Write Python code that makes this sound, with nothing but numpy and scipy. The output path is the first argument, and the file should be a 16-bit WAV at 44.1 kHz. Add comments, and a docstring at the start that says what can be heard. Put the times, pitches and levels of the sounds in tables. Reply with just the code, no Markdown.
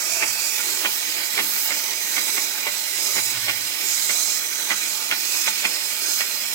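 """A hand-held steam cleaner on a tiled floor, close to a camera's stereo microphone in a small hard room.
It opens on a faint hum and steam hissing through the slanted plastic nozzle; the first stroke squeaks.
Within a second the nozzle swings upright and its air resonances glide. It then scrubs to and fro along
a joint to the end: the hiss brightens as the tip sweeps the wet tile, and the housing rattles wherever
the tip catches and lets go."""
import sys
import numpy as np
from scipy import signal
from scipy.fft import rfft, irfft, next_fast_len
from scipy.io import wavfile
from scipy.ndimage import uniform_filter1d, map_coordinates

SR = 44100
rng = np.random.default_rng(int(sys.argv[2]) if len(sys.argv) > 2 else 0)


def store_pcm(level_fs):
    """Save levels as 16-bit WAV."""
    pcm = np.round(np.clip(level_fs, -1, 1) * 32767).astype(np.int16)
    wavfile.write(sys.argv[1], SR, np.atleast_2d(pcm).T)


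N = 288634
TIME = np.arange(N) / SR

# The room's low tone. Each row: frequency in Hz, relative level in dB.
ROOM_TONE = [(25, -47), (60, -2), (110, -2.5), (165, -9), (210, 1), (330, 7), (500, 2), (900, -26),
             (2000, -60)]
# Swells of a dull drone behind the cleaner. Each row: start in seconds, length in seconds, level in dB.
DRONES = [(0.24, 0.04, -62.5), (2.63, .05, -70), (3.096, 0.09, -57), (3.3, 0.24, -56)]
# The room's standing waves. Each row: frequency in Hz, width in Hz, gain in dB.
ROOM_MODES = [(118, 16, 5.5), (211.3, 8, 4), (233, 6.6, -5), (311.4, 16.5, 6.5), (408, 19, 5.5),
              (583.4, 6.1, 8.5), (873, 43, 5), (1116, 13, 3), (1264, 19, 3), (1430, 52, 5),
              (1980, 170, 1.5)]
# Reverberation of the hard walls. Each row: frequency in Hz, time to fall 60 dB in seconds.
ROOM_T60 = [(150, 0.061), (1000, 0.14), (4000, 0.081), (12000, 0.057)]
# Hiss reaching the microphone off the near walls. 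Each row: frequency in Hz, share of the power.
WALL_SHARE = [(400, .02), (1000, 0.23), (2000, 0.37), (3200, 0.54), (6000, 0.26), (15000, 0.21)]
# Likeness of the noise at the two microphone ports. Each row: frequency in Hz, correlation.
PORT_LIKENESS = [(100, 0.73), (400, 1), (1000, 0.92), (1800, 0.47), (2400, 0.22), (3000, 0.084),
                 (5000, 0.22), (8000, 0.08), (15000, 0.1)]
# Shading of the partly covered left port. Each row: frequency in Hz, left minus right in dB.
LEFT_SHADE = [(100, -3), (300, -0.5), (900, -4.5), (1100, -1.5), (1500, -2), (1950, -13), (2400, -7),
              (2750, -2.5), (3200, -7), (3600, -2), (4150, -12.5), (4600, -8), (5200, -11.5), (6000, -12),
              (7000, -16), (9500, -8.5), (11200, -9), (12800, -2.5), (15500, -7)]
# Two gliding hollows where sound cancels between the ports.
# Each row: time in seconds, centre in Hz, gain in dB of what the ports share.
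UPPER_HOLLOW = [(0, 3000, -35), (.35, 2940, -18), (.57, 3200, -6), (.75, 3450, -9), (.9, 3580, -13),
                (1.25, 3510, -6), (1.9, 3450, -3), (4.1, 3720, -5.5), (4.38, 3620, -23), (4.7, 3620, -14),
                (5, 3680, -12), (5.42, 3830, -8), (5.9, 3870, -9), (6.4, 3700, -17)]
LOWER_HOLLOW = [(.5, 2600, 9), (.72, 2650, -10), (1, 2670, -5), (3.9, 2640, 0), (4.4, 2680, -22),
                (4.75, 2720, -1)]
# Dull rubs of the tip on the floor. Each row: start in seconds, length in seconds, level in dB.
RUBS = [(0.61, 0.27, -48.5), (2.16, 0.31, -55), (2.996, 0.084, -47.5), (3.78, 0.1, -54),
        (5.986, 0.1, -48.5)]
# Modes of the plastic housing. Each row: frequency in Hz, relative level in dB, t60 in seconds.
HOUSING_MODES = [(208, -21, 0.16), (324, -17.5, 0.078), (390, -16, 0.017), (660, -22, 0.016),
                 (838, -7.5, 0.033), (1120, -5.5, 0.034), (1444, -3.5, 0.035), (1835, 6, 0.024),
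                 (2113, 3.5, 0.046), (2367, 6.5, 0.037), (2754, 5, 0.033), (3270, -1, 0.064)]
# The tip catches on the joint. Each row: start in seconds, relative level in dB as it sticks, hold in
# seconds, relative level in dB as it lets go, low body gain in dB, ring pitch in Hz, ring level in dB.
CATCHES = [(0.224, -14, 0.0082, -17.5, 3, 2320, 18.5), (0.588, -30, .005, -28, 1, 1410, 8),
           (0.688, -30, .005, -32, -5, 2050, 4), (0.849, -16.5, .008, -18.5, 1.5, 1960, 2),
           (1.377, -16.5, .012, -14, 0, 2100, 6), (1.402, -20, 0.0042, -23, 2, 2070, 4),
           (1.706, -19, 0.013, -22, -1, 2150, 15), (2.168, -20, .011, -16.5, -0.5, 2150, 4),
           (2.378, -20, 0.0039, -24.5, 0, 2190, -8), (2.667, -18, .008, -26, 2.5, 2050, 12),
           (3.052, -31, 0.0076, -29, -5, 2090, 3), (3.166, -19.5, .014, -19, 7, 2135, 11),
           (3.482, -16.5, .013, -15, -5, 2380, -1), (4.095, -19.5, .009, -24, 2, 2170, 2),
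           (4.705, -15, .011, -15.5, 2, 1996, 15), (5.112, -14.5, 0.011, -16, -6, 1500, -3),
           (5.47, -27, 0.0073, -16, -5, 880, 2), (5.642, -25, 0.0086, -13.5, -3.5, 2500, 4),
           (6.206, -18.5, .009, -24.5, -5, 1960, 9)]
# The nozzle's angle to the floor. Each row: time in seconds, lean (0 upright, 1 slanted).
LEAN = [(0, 0.97), (.25, .93), (.52, 0.68), (.68, 0.052), (.95, -0.2), (1.6, -0.02), (2.2, 0.27),
        (2.8, 0.085), (3.2, 0.19), (3.6, -0.14), (4.1, 0.049), (4.7, 0.25), (5.2, -0.11), (6.5, 0.063)]
# The lowest air resonance moves as the tip meets the tile; the bright one climbs as the nozzle turns
# and grows as the tip seals. Each row: time in seconds, centre in Hz, lift in dB.
LOW_RESONANCE = [(0, 2340, 8), (.55, 2400, 7.5), (.68, 2180, 7), (.95, 2300, 6), (1.25, 2110, 6),
                 (2.3, 2170, 7), (2.9, 2180, 7.5), (3.8, 2260, 8.5), (4.4, 2190, 3.5), (4.9, 2210, 7.5),
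                 (5.25, 2530, 7.5), (5.7, 2360, 7), (6.5, 2380, 3.5)]
BRIGHT_RESONANCE = [(0, 4600, 7), (.4, 4800, 10), (.8, 5100, 4.5), (1.1, 5170, 10.5), (1.75, 5150, 8.5),
                    (2.1, 5050, 5.5), (2.9, 5040, 8.5), (4.2, 5150, 7), (4.45, 5200, 5), (5.1, 5150, 8),
                    (5.4, 5140, 10), (5.65, 5150, 9.5), (6.5, 5100, 10.5)]
# Further air resonances, in the tube or between tip and tile. Each row: centre upright in Hz,
# centre slanted in Hz, width in Hz, lift upright in dB, lift slanted in dB.
NOZZLE_RESONANCES = [(2550, 2600, 440, 1.5, 4), (3040, 3300, 660, 0.5, -11), (3970, 3760, 230, 3, -12),
                     (4260, 3000, 250, 6.5, 12), (4640, 4200, 330, -3, -6), (5840, 4600, 300, -2, -4),
                     (6250, 5550, 330, 6, 6), (7100, 6560, 320, 2.5, 4.5)]
# Rush in the nozzle, jet on the tile, fizz of the spray. Each row: frequency in Hz, relative level in dB.
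RUSH_SPECTRUM = [(60, -39), (170, -19), (210, -10), (350, -10), (600, -6), (1100, -4.5), (1750, -0.5),
                 (2300, 2), (2800, 2), (3400, 2.5), (4500, -5.5), (8000, -26)]
JET_SPECTRUM = [(1500, -40), (2900, -17), (3800, -2.5), (4700, -1), (6000, 0), (7200, 1), (8100, 1.5),
                (8800, -2.5), (9700, -7), (12000, -6), (16000, -40)]
FIZZ_SPECTRUM = [(6000, -48), (9000, -32), (10200, -2), (11300, 1.5), (12500, 0.5), (14000, 4),
                 (15700, 3.5)]
# The low part of the rush fills out and thins. Each row: time in seconds, gain in dB.
LOW_RUSH = [(0, 2), (.45, -0.5), (.7, 0), (1.6, .5), (2.5, 1), (2.85, -2), (3.1, 1.5), (3.5, 0),
            (3.72, -1.5), (4.1, -3.5), (4.5, -0.5), (4.9, 0), (6.5, -1.5)]
# Sweeps over the wet tile. Each row: start in seconds, length in seconds, jet lift in dB, fizz lift in dB.
SWEEPS = [(-0.12, 0.42, 3.5, 0.5), (0.243, 0.57, 3, 2), (0.727, .25, 1, 4.5), (0.997, 0.26, 0.7, 1),
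          (1.286, 0.38, 0.5, 6.5), (1.66, 0.24, 1, 1.5), (1.983, 0.465, 2.5, 3), (2.9, 0.41, 4, 3),
          (3.783, 0.598, 5, 2.5), (4.543, 0.44, 1.5, 0), (5.157, 0.34, 3.5, 2.5), (5.46, 0.3, 1.5, 0.5),
          (5.955, 0.26, 3.5, 3)]

RUSH_DB, JET_DB, FIZZ_DB = -31, -27, -28  # the steam with the tip at rest
SPLUTTER_DB, CHOKE_DB, CHOKE_S = 8, 3.5, 0.019  # the hardest catch swells the rush and smothers the spray
RUSH_PER_JET, SHRILL_PER_JET = 0.097, 0.59  # dB of rush, and dB near 7 kHz, for each dB the jet gains
SWEEP_PUSH_S, SWEEP_SAG_PER_S = 0.43, 1.7  # after this long a sweep slackens, by this share a second
DIFFUSE_RESONANCE, WALL_RESONANCE = 0.26, 0.56  # share of the resonances' dB left in indirect sound
BODY_HZ, RING_T60_S = 900, 0.037  # a knock: upper edge of its low body, decay of its ring
BOUNCE_S, BOUNCE_SCATTER, BOUNCE_LOSS_DB = 0.007, 0.3, 8.5  # a bounce: flight, scatter as a share, loss


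def amp(db):
    """Decibels to gain."""
    return 10 ** (np.asarray(db) / 20)


def unit(x):
    """Scale to rms 1."""
    return x / np.sqrt(np.mean(x ** 2) + 1e-20)


def along(points, hz):
    """Read (Hz, value) points on a log frequency axis."""
    freqs, values = np.transpose(points)
    return np.interp(np.log(hz + 1), np.log(freqs + 1), values)


def wobble(rate):
    """A smooth random curve, rate knots a second."""
    return map_coordinates(rng.standard_normal(int(N * rate / SR) + 4), [TIME * rate])


def swell(start, length, rise_s, fall_s):
    """An envelope that rises from the start, holds to the end of the length, then falls."""
    t = TIME - start
    return np.clip(t / rise_s, 0, 1) * np.clip(1 - (t - length) / fall_s, 0, 1)


def filtered(x, response):
    """Pass x through a complex response of frequency."""
    size = next_fast_len(N + SR // 2)
    return irfft(rfft(x, size) * response(np.fft.rfftfreq(size, 1 / SR)), size)[..., :N]


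def narrow(hz, width):
    """Noise of rms 1 in one resonance, width as a share of its pitch."""
    return unit(filtered(rng.standard_normal(N), lambda f: 1 / (1 + ((f / hz - hz / (f + 1)) / width) ** 2)))


def noise(spectrum):
    """Coloured stereo noise of rms 1, alike in the bass and diffuse in the treble."""
    def shape(hz):
        spread = np.arccos(np.clip(along(PORT_LIKENESS, hz), -1, 1)) / 2
        return amp(along(spectrum, hz)) * [np.cos(spread), np.sin(spread)]
    mid, side = filtered(rng.standard_normal((2, N)), shape)
    return unit(np.array([mid + side, mid - side]))


def bell(hz, centre, width):
    """A resonance curve of height 1, per frequency and moment."""
    return 1 / (1 + (2 * (hz[:, None] - centre) / width) ** 2)


def glide(path, hz, t, width_hz):
    """Gain in dB of one peak or hollow that follows (seconds, Hz, dB) points."""
    times, centre, db = np.transpose(path)
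    return np.interp(t, times, db) * bell(hz, np.interp(t, times, centre), width_hz)


def leaning(t, upright, slanted):
    """A value that follows the lean of the nozzle."""
    return upright + (slanted - upright) * np.interp(t, *np.transpose(LEAN))


def background(tone_db, drone_hz, hum_db):
    """The room behind the cleaner: low tone, a wavering mains hum and a drone that comes and goes."""
    hum = amp(hum_db + 3.6 * wobble(8.8)) * np.sin(2 * np.pi * 200 * TIME + 0.44 * wobble(13))
    swells = sum(amp(db) * swell(start, length, rise_s=0.048, fall_s=0.19) for start, length, db in DRONES)
    drone = np.sin(2 * np.pi * drone_hz * TIME + 0.98 * wobble(16)) + narrow(drone_hz, width=0.56)
    return amp(tone_db) * noise(ROOM_TONE) + hum + swells * drone


def standing_waves(x):
    """The room's modes lift or cut narrow bands of every sound and ring on after it."""
    mode = lambda f, centre, width: 1j * f * width / (centre ** 2 - f ** 2 + 1j * f * width)
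    return filtered(x, lambda f: 1 + sum((amp(db) - 1) * mode(f, hz, width) for hz, width, db in ROOM_MODES))


def room_tail():
    """The walls' short stereo answer to a knock, energy about 1 a side."""
    hz, t, spectra = signal.stft(rng.standard_normal((2, SR // 3)), SR, nperseg=256)
    decay = amp(-60 * t / along(ROOM_T60, hz)[:, None])
    tail = signal.istft(spectra * decay, SR, nperseg=256)[1]
    return tail / np.linalg.norm(tail[0])


def reflections(hz, t, count=5):
    """Complex answer of the near walls at each port: its combs drift with the tip."""
    delay_s = rng.uniform(0.0015, 0.009, (count, 2, 1, 1))
    drift_s = rng.normal(0, 0.00005, (count, 1, 1, 1)) * map_coordinates(rng.standard_normal(16), [2 * t])
    phase = np.float32(2 * np.pi * hz[:, None]) * np.float32(delay_s + drift_s)
    return np.sqrt(2 / count) * (np.cos(phase).sum(axis=0) - 1j * np.sin(phase).sum(axis=0))


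def microphone(pair):
    """The left port hears the floor first but is partly covered; in two hollows the shared sound cancels."""
    hz, t, spectra = signal.stft(pair, SR, nperseg=2048)
    shade = amp(along(LEFT_SHADE, hz))[:, None]
    lag_s = leaning(t, upright=0.00015, slanted=0.00014)
    late = np.exp(-2j * np.pi * hz[:, None] * lag_s)
    spectra = np.array([spectra[0] * shade, spectra[1] * late]) / np.sqrt((1 + shade ** 2) / 2)
    hollow_db = sum(glide(path, hz, t, width_hz=80) for path in (UPPER_HOLLOW, LOWER_HOLLOW))
    hollow_db *= np.exp(0.4 * np.interp(t, TIME, wobble(14)))  # the depth flickers
    spectra += spectra.mean(axis=0) * (amp(hollow_db) - 1)
    return signal.istft(spectra, nperseg=2048)[1][:, :N]


def squeaking(level_db):
    """A faint rough squeak as the first stroke pushes the tip along."""
    return amp(level_db) * swell(0, 0.246, rise_s=0.21, fall_s=0.03) * narrow(hz=663, width=0.065)


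def rubbing():
    """The tip rubs dully on the tile where it is pressed down."""
    pressure = sum(amp(db) * swell(start, length, rise_s=0.031, fall_s=0.04) for start, length, db in RUBS)
    return pressure * narrow(hz=380, width=0.42)


def contacts():
    """Yield (seconds, dB, colour): each catch knocks as the tip sticks, lets go and bounces once."""
    flights = BOUNCE_S * np.exp(BOUNCE_SCATTER * rng.standard_normal(len(CATCHES)))
    for (start, stick_db, held, release_db, *colour), flight in zip(CATCHES, flights):
        yield start, stick_db, colour
        yield start + held, release_db, colour
        yield start + held + flight, release_db - BOUNCE_LOSS_DB, colour


def knock(body_db, ring_hz, ring_db, scrape, crack, attack_s):
    """One contact rings the housing and a pitch of its own, cracks, and scrapes over the grout."""
    t = np.arange(SR // 10) / SR
    hz, db, t60 = np.transpose(HOUSING_MODES)[:, :, None]
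    strength, detune, phase = rng.standard_normal((3, len(HOUSING_MODES), 1))
    decays = amp(db + 1.7 * strength - 60 * t / t60)
    modes = np.sum(decays * np.sin(2 * np.pi * (hz * (1 + 0.013 * detune) * t + phase)), axis=0)
    ring = amp(ring_db - 60 * t / RING_T60_S) * np.sin(2 * np.pi * (ring_hz * t + rng.random()))
    grit_band = signal.butter(2, [250, 3800], "band", fs=SR, output="sos")
    grit = unit(signal.sosfilt(grit_band, rng.standard_normal(len(t))))
    friction = grit * (scrape * amp(-60 * t / 0.024) + crack * amp(-60 * t / 0.0037))
    blow = (modes + ring + friction) * (1 - np.exp(-t / attack_s))
    blow += (amp(body_db) - 1) * signal.sosfilt(signal.butter(1, BODY_HZ, fs=SR, output="sos"), blow)
    # a small body radiates no bass
    blow = signal.sosfilt(signal.butter(4, 150, "high", fs=SR, output="sos"), blow)
    return blow / np.std(blow[:SR // 200])


def rattles(level_db, room_db, drag_db):
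    """The tip drags into each knock, heard close by and again from the walls."""
    track = np.zeros((2, N + SR))
    lead = SR // 40
    rasp_band = signal.butter(2, [400, 2600], "band", fs=SR, output="sos")
    for start, db, colour in contacts():
        rasp = unit(signal.sosfilt(rasp_band, rng.standard_normal(lead)))
        drag = rasp * amp(drag_db + np.linspace(-24, 0, lead))
        hit = knock(*colour, scrape=1.44, crack=2.7, attack_s=0.00034)
        direct = amp(db + level_db) * np.concatenate([drag, hit])
        heard = amp(room_db) * signal.fftconvolve(direct[None], room_tail(), axes=1)
        heard[:, :len(direct)] += direct
        first = round(start * SR) - lead
        track[:, first:first + heard.shape[1]] += heard
    return track[:, :N]


def air_resonances(hz, t, sway):
    """Lift in dB from the air in and under the nozzle: two peaks glide, the rest follow lean and sway."""
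    shift = 1 + np.interp(t, TIME, sway)
    lift_db = glide(LOW_RESONANCE, hz, t, width_hz=450) + glide(BRIGHT_RESONANCE, hz, t, width_hz=480)
    for upright_hz, slant_hz, width, upright_db, slant_db in NOZZLE_RESONANCES:
        centre = leaning(t, upright_hz, slant_hz) * shift
        lift_db += leaning(t, upright_db, slant_db) * bell(hz, centre, width)
    return lift_db


def turbulence(spectrum, sway, patchy_db, ripple_db):
    """Flow noise with drifting eddies, coloured by the moving air resonances and near walls."""
    hz, t, spectra = signal.stft(noise(spectrum), SR, nperseg=2048)
    lift_db = air_resonances(hz, t, sway)
    walls = reflections(hz, t)
    direct = spectra.mean(axis=0)  # the sound common to both ports resonates most
    spectra = direct * amp(lift_db) + (spectra - direct) * amp(DIFFUSE_RESONANCE * lift_db)
    # part of the hiss arrives off the walls, with its own turn of phase at each port
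    reflected = signal.stft(noise(spectrum)[0], nperseg=2048)[2] * amp(WALL_RESONANCE * lift_db)
    reflected = reflected * walls / (np.abs(walls) + 1e-9)
    share = np.clip(along(WALL_SHARE, hz), 0, 1)[:, None]
    spectra = np.sqrt(1 - share) * spectra + np.sqrt(share) * reflected
    eddies = uniform_filter1d(rng.standard_normal(spectra.shape[1:]), size=20, axis=0)
    eddies = uniform_filter1d(eddies, size=5, axis=1)
    gain = amp(patchy_db * unit(eddies) + ripple_db * walls.real)
    return unit(signal.istft(spectra * gain, nperseg=2048)[1][:, :N])


def flow():
    """Levels in dB of rush, jet and fizz: sweeps lift the hiss, catches briefly choke the spray."""
    slack = lambda start: np.clip(1 - SWEEP_SAG_PER_S * (TIME - start - SWEEP_PUSH_S), 0, 1)
    # the hand gathers speed slowly and stops quickly
    sweeps = [slack(start) * swell(start, length, rise_s=0.16, fall_s=0.024) for start, length, *_ in SWEEPS]
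    jet_lift, fizz_lift = np.transpose(SWEEPS)[2:] @ np.array(sweeps)
    choke = sum(amp(max(stick_db, release_db)) * np.exp(-((TIME - start - held) / CHOKE_S) ** 2)
                for start, stick_db, held, release_db, *_ in CATCHES)
    choke /= choke.max()
    return (RUSH_DB + RUSH_PER_JET * jet_lift + SPLUTTER_DB * choke,
            JET_DB + jet_lift,
            FIZZ_DB + fizz_lift - CHOKE_DB * choke)


def steam():
    """Close up, the rush in the nozzle, the jet on the tile and the fine spray share one sputtering flow."""
    rush_db, jet_db, fizz_db = flow()
    sputter_db = 0.3 * wobble(45)
    sway = 0.005 * wobble(4.97)  # the hand sways the resonances by this share of their pitch
    gurgle_db = 0.8 * wobble(28)
    rush_gain = amp(rush_db + sputter_db + gurgle_db)
    rush = rush_gain * turbulence(RUSH_SPECTRUM, sway, patchy_db=1.5, ripple_db=2.5)
    jet_gain = amp(jet_db + sputter_db + 0.45 * wobble(40))
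    jet = jet_gain * turbulence(JET_SPECTRUM, sway, patchy_db=1.77, ripple_db=2.0)
    fizz_gain = amp(fizz_db + sputter_db + 0.51 * wobble(35))
    fizz = fizz_gain * turbulence(FIZZ_SPECTRUM, sway, patchy_db=2.0, ripple_db=3.0)
    shrill = filtered(jet, lambda hz: np.exp(-((hz - 7000) / 1000) ** 2))
    shrill_db = SHRILL_PER_JET * (jet_db - jet_db.mean())  # a harder jet is also shriller
    low = filtered(rush, lambda hz: 1 / (1 + (hz / 1500) ** 6))
    low_db = np.interp(TIME, *np.transpose(LOW_RUSH))
    return rush + jet + fizz + shrill * (amp(shrill_db) - 1) + low * (amp(low_db) - 1)


def scene():
    """The cleaner close by and the room behind it, at the microphone's two ports."""
    squeak = squeaking(level_db=-41.5)
    cleaner = steam() + squeak + rubbing() + rattles(level_db=-3.5, room_db=-6.0, drag_db=-14.0)
    room = background(tone_db=-59.5, drone_hz=113, hum_db=-64.0)
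    return microphone(standing_waves(cleaner + room))


def record(dry):
    """The camera keeps nothing above its band limit."""
    return filtered(dry, lambda hz: hz < 15850)


dry = scene()
out = record(dry)
store_pcm(out)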